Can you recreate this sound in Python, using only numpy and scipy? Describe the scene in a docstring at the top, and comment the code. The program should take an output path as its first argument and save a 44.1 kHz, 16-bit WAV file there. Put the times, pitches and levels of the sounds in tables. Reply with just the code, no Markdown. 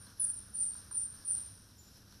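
"""In a quiet meeting room an eraser is rubbed back and forth over a whiteboard.
The felt is coloured noise whose level rises and falls; it catches in short squeals, mostly near 9 kHz, made of
trembling sines that beat and rasp as they roughen. Faint chirps, bright scratches and low bumps join in.
Light knocks are decaying sines and a noise tick. Squeals, chirps, scratches and knocks ring on in the bare room;
ventilation rumbles, hums and hisses."""
import sys
import numpy as np
from scipy import signal
from scipy.fft import rfft, irfft, next_fast_len
from scipy.io import wavfile

SR = 44100
rng = np.random.default_rng(int(sys.argv[2]) if len(sys.argv) > 2 else 0)


def output_pcm(signal):
    """Save a mono or channel-first signal as 16-bit PCM at the path in sys.argv[1].

    Samples are clipped to [-1, 1] before scaling.
    """
    pcm = np.clip(np.atleast_2d(signal).T, -1, 1) * 32767
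    wavfile.write(sys.argv[1], SR, np.round(pcm).astype(np.int16))


N = 97020
LEAD_S = 0.2   # computed ahead of the audible part, so the room is already sounding
TIME = np.arange(-int(LEAD_S * SR), N) / SR


def from_db(db):
    """Level in dB to amplitude factor."""
    return 10 ** (np.asarray(db) / 20)


def rms_one(x):
    """Scale a signal to rms 1."""
    return x / np.sqrt(np.mean(x ** 2) + 1e-20)


def drift(rate_hz):
    """Slow random wander: white noise through two equal one-pole lowpasses, rms 1."""
    pole = np.exp(-2 * np.pi * rate_hz / SR)
    white = rng.standard_normal(len(TIME) + SR)
    wander = signal.lfilter([1], [1, -2 * pole, pole * pole], white)
    return rms_one(wander[SR:])   # drop the filter's first second


def noise(spectrum):
    """Noise shaped by (Hz, dB per Hz) points, falling away past both ends; rms 1."""
    hz, db = np.transpose(spectrum)
    size = next_fast_len(len(TIME))
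    f = np.maximum(np.fft.rfftfreq(size, 1 / SR), 1)
    colour = from_db(np.interp(np.log(f), np.log(hz), db))
    low_end = np.minimum(1, f / hz[0]) ** 2
    high_end = np.minimum(1, hz[-1] / f) ** 2
    white = rfft(rng.standard_normal(size))
    return rms_one(irfft(white * colour * low_end * high_end, size)[:len(TIME)])


def level_curve(points):
    """Join (seconds, level) points with straight lines."""
    return np.interp(TIME, *np.transpose(points))


def swell(start, length):
    """A rounded rise and fall of height 1."""
    return np.sin(np.pi * np.clip((TIME - start) / length, 0, 1))


def tone(pitch_hz, jitter_hz):
    """A sine whose pitch trembles at random, by no more than the jitter either way; rms 1."""
    jitter_rate_hz = 190
    pitch = pitch_hz + jitter_hz * np.tanh(drift(jitter_rate_hz))
    return np.sqrt(2) * np.sin(2 * np.pi * np.cumsum(pitch) / SR)


def squeals():
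    """Stick-slip tones: with roughness the pitch trembles, a second patch of felt beats and a rasp grows."""
    # One curve per squeal; the first stroke starts high and breaks to a lower note.
    # Each row: time in seconds, pitch in Hz, level in dB before the mix, roughness (about 0 to 1).
    squeal_curves = [
        [(.195, 10000, -36, 0.26), (.2, 9910, -26.5, 0.37), (.215, 9925, -29.5, 0.65), (.226, 9700, -48, 0.8)],
        [(.209, 9360, -39, 1), (.226, 9164, -29.5, 1.11), (.24, 9016, -29.5, 0.35), (.252, 9070, -29.5, 0.34),
         (.264, 9050, -43, 0)],
        [(.536, 9130, -45, 0.15), (.546, 9230, -38, 0.2), (.554, 9160, -31, 0.21), (.567, 9240, -37, 0.4),
         (.582, 9350, -33.5, 0.48), (.602, 9115, -30, 0.61), (.62, 9146, -30, 0.66), (.642, 8893, -34, 0.46),
         (.658, 9010, -46, .4)],
        [(.909, 9000, -41.5, 0.06), (.928, 9220, -37.5, 0.11), (.943, 9190, -44, 0.31), (.949, 9310, -32, 0.66),
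         (.96, 9210, -35.5, 0.98), (.968, 9217, -27.5, 0.87), (.992, 9076, -32, 0.44), (1.008, 8910, -40, 0.4)],
        [(1.247, 9190, -38, 0.19), (1.263, 9260, -37, 0.39), (1.275, 9440, -36.5, 0.53),
         (1.287, 9324, -27, .85), (1.303, 9240, -29.5, .7), (1.32, 9010, -32.5, 0.6), (1.35, 9140, -38, 0.5)],
    ]
    # Friction noise around the squeal. Each row: frequency in Hz, relative level in dB per Hz.
    rasp_colour = [(8200, -28.5), (8650, -15), (8900, 4.5), (9450, 9.5), (9700, 7), (10000, -15.5),
                   (10250, -34), (11200, -63), (11700, -51)]
    edge_s = 0.0044   # the felt catches and lets go this fast
    # At roughness 1: pitch tremble, the second patch's offset above the first, and both added levels.
    jitter_hz, second_offset_hz, second_db, rasp_db = 172, 173.3, -16, -10

    out, rasp = np.zeros(len(TIME)), noise(rasp_colour)
    for curve in squeal_curves:
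        s, *columns = np.transpose(curve)
        pitch, db, rough = (np.interp(TIME, s, column) for column in columns)
        gate = np.clip(np.minimum(TIME - s[0], s[-1] - TIME) / edge_s, 0, 1)
        first = tone(pitch, rough * jitter_hz)
        second = tone(pitch + rough * second_offset_hz, rough * jitter_hz)
        body = first + rough * from_db(second_db) * second
        body += rough ** 2 * from_db(rasp_db) * rasp
        out += gate * from_db(db) * body
    return out


def chirps():
    """Faint, nearly steady whistles where the felt only just catches."""
    # Each row: start in seconds, length in seconds, level in dB before the mix, pitch in Hz.
    chirp_events = [(-.05, 0.065, -50, 9222), (0.065, 0.033, -62, 9240), (0.207, 0.048, -70, 4580),
                    (0.56, 0.041, -66.5, 4610), (0.696, 0.047, -65, 4550), (1.166, 0.033, -68, 4750),
                    (1.777, 0.039, -58, 7125), (1.746, .12, -72, 13700)]
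    jitter_hz = 75.6
    return sum(from_db(db) * swell(start, length) * tone(hz, jitter_hz)
               for start, length, db, hz in chirp_events)


def scrapes():
    """A bright scratch of band-shaped noise as the felt grabs the board."""
    # Each row: start in seconds, length in seconds, level in dB before the mix.
    scrape_events = [(0.167, .035, -58.5), (0.19, 0.025, -42.5), (0.933, 0.029, -58), (1.255, 0.03, -53)]
    # Colour of the scratch. Each row: frequency in Hz, relative level in dB per Hz.
    scrape_colour = [(9500, -27), (10200, 10.5), (10700, -2), (11250, -1.5), (11550, -28), (12500, -40)]
    envelope = sum(from_db(db) * swell(start, length) for start, length, db in scrape_events)
    return envelope * noise(scrape_colour)


def rubbing():
    """Grainy friction hiss of felt over the hollow rub of the panel, sharing one random flutter."""
    # Felt rubbing on the board. 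Each row: time in seconds, level in dB.
    felt_level = [(0, -62), (.08, -61.5), (.16, -63), (.215, -59), (.27, -64), (.34, -63.5), (.43, -62.5),
                  (.52, -65), (.59, -61.5), (.67, -64.5), (.76, -61), (.86, -62.5), (.95, -63),
                  (1.01, -61.5), (1.1, -63), (1.18, -60), (1.23, -62.5), (1.32, -61.5), (1.375, -57.5),
                  (1.46, -61.5), (1.68, -64.5), (1.82, -65), (1.87, -62.5), (1.96, -61), (2.04, -65),
                  (2.14, -63), (2.2, -64.5)]
    # Colour of the felt. Each row: frequency in Hz, relative level in dB per Hz.
    felt_colour = [(500, -0.5), (1500, -6.5), (2200, -9), (2800, -5), (3500, -3.5), (4050, 2), (4600, -2.5),
                   (5550, 8.5), (6200, 0.5), (6800, -11), (8000, -9), (10000, -3), (12400, -3),
                   (13400, -10.5), (14300, -30)]
    # The board's own resonance under the felt. Each row: time in seconds, level in dB.
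    panel_level = [(0, -66.5), (.08, -65.5), (.15, -71), (.24, -66), (.36, -70.5), (.5, -69), (.68, -74),
                   (.8, -68.5), (.88, -68), (1.0, -73.5), (1.12, -68.5), (1.18, -64.5), (1.26, -71.5),
                   (1.38, -68.5), (1.46, -70.5), (1.75, -76), (2.2, -73.5)]
    # Colour of the panel. Each row: frequency in Hz, relative level in dB per Hz.
    panel_colour = [(300, 0.5), (750, -11), (1050, -0.5), (1300, 2), (1580, 6.5), (1800, -0.5), (2050, -12),
                    (3000, -20)]

    grain_depth_db, grain_rate_hz = 0.95, 21
    grain_db = grain_depth_db * drift(grain_rate_hz)
    felt = from_db(level_curve(felt_level) + grain_db) * noise(felt_colour)
    panel = from_db(level_curve(panel_level) + grain_db) * noise(panel_colour)
    return felt + panel


def flexing():
    """The board flexes under the hand: faint low bumps of noise."""
    # Each row: centre in seconds, level in dB.
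    bumps = [(0.02, -58.5), (1.14, -60.5), (1.55, -62)]
    # Colour of the bumps. Each row: frequency in Hz, relative level in dB per Hz.
    bump_colour = [(32, -26), (45, -20), (70, -17), (100, 3), (140, -4.5), (250, -25.5)]
    half_length_s = 0.05
    envelope = sum(from_db(db) * np.exp(-((TIME - s) / half_length_s) ** 2) for s, db in bumps)
    return envelope * noise(bump_colour)


def knocks():
    """Light blows: a tock from the damped board's modes, a tick and a short ring from the eraser's shell."""
    # The eraser knocks on the board. Each row: start in seconds, tock, tick and ring levels in dB.
    knock_events = [(0.067, -64, -61, -56), (0.751, -55.5, -57, -68), (0.911, -50.5, -54.5, -62),
                    (1.138, -65, -64, -72), (2.124, -60, -53, -68)]
    # Modes of the board. Each row: frequency in Hz, level in dB relative to the tock, t60 in seconds.
    board_modes = [(400, -12, .04), (990, -2, .04), (1110, -3, .03), (1270, -3, .03), (1420, 0, .025),
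                   (1620, -2, .028)]
    # Tick of the eraser's shell. Each row: frequency in Hz, relative level in dB per Hz.
    shell_colour = [(2000, -20), (3200, -9), (4200, 1), (5000, -4), (6300, -1), (7500, -8), (13000, -16)]
    contact_s, tick_t60_s = 0.00063, 0.015   # rise and decay of the tick
    ring_hz, ring_t60_s = 4215, 0.058

    out, tick = np.zeros(len(TIME)), noise(shell_colour)
    for start, tock_db, tick_db, ring_db in knock_events:
        age = np.maximum(TIME - start, 0)
        for k, (hz, db, t60) in enumerate(board_modes):
            sign = (-1) ** k   # neighbouring modes start in opposite directions
            out += sign * from_db(tock_db + db - 60 * age / t60) * np.sin(2 * np.pi * hz * age)
        rise = np.minimum(age / contact_s, 1)
        out += rise * from_db(tick_db - 60 * age / tick_t60_s) * tick
        out += from_db(ring_db - 60 * age / ring_t60_s) * np.sin(2 * np.pi * ring_hz * age)
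    return out


def room(x):
    """Sparse early reflections off the hard walls and a smooth, longer noise tail, both decaying."""
    early_t60_s, late_t60_s, first_echo_s = 0.28, 0.65, 0.00092
    early_db, late_db, reflections_per_s = -2.5, -7.5, 900
    t = np.arange(SR) / SR
    early = rng.standard_normal(SR) * (rng.random(SR) < reflections_per_s / SR)
    early *= from_db(-60 * t / early_t60_s) * (t > first_echo_s)
    late = rng.standard_normal(SR) * from_db(-60 * t / late_t60_s) * (t > 2 * first_echo_s)
    response = from_db(early_db) * early / np.linalg.norm(early)
    response += from_db(late_db) * late / np.linalg.norm(late)
    return signal.fftconvolve(x, response)[:len(x)]


def ventilation():
    """Low rumble and faint hiss of shaped noise, with hum tones whose phases waver."""
    # Rumble of the air. Each row: frequency in Hz, relative level in dB per Hz.
    air_colour = [(30, -2), (42, -7), (58, 3.5), (85, 0), (115, -2), (150, -6.5), (195, -4), (290, -10),
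                  (370, -18), (500, -19.5), (730, -34.5), (900, -26.5)]
    # Hum tones. Each row: frequency in Hz, level in dB.
    hum_tones = [(68, -75.5), (100, -65), (199, -74.5)]
    # Hiss of the air. Each row: frequency in Hz, relative level in dB per Hz.
    hiss_colour = [(200, 2), (900, -3), (1600, -0.5), (2200, -14.5), (6000, -7), (14000, -34)]
    rumble_db, hiss_db = -61.5, -75
    waver_rad, waver_rate_hz = 0.94, 3.16

    hum = np.zeros(len(TIME))
    for hz, db in hum_tones:
        phase = 2 * np.pi * hz * TIME + waver_rad * drift(waver_rate_hz)
        hum += from_db(db) * np.sqrt(2) * np.sin(phase)
    return from_db(rumble_db) * noise(air_colour) + hum + from_db(hiss_db) * noise(hiss_colour)


def scene():
    """Mix the direct eraser, the room's answer to its squeals and knocks, and the ventilation."""
    squeal_direct_db, knock_room_db = -4.5, -6
    squeal = squeals() + chirps() + scrapes()
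    knock = knocks()
    direct = from_db(squeal_direct_db) * squeal + knock + rubbing() + flexing()
    reverb = room(squeal + from_db(knock_room_db) * knock)
    mix = direct + reverb + ventilation()
    return mix[None, -N:]   # leave out the lead-in


def record(dry):
    """A steep elliptic lowpass cuts the top."""
    cutoff_hz = 14300
    lowpass = signal.ellip(10, 0.2, 70, cutoff_hz, fs=SR, output="sos")   # order, ripple dB, stopband dB
    return signal.sosfilt(lowpass, dry)


dry = scene()
out = record(dry)
output_pcm(out)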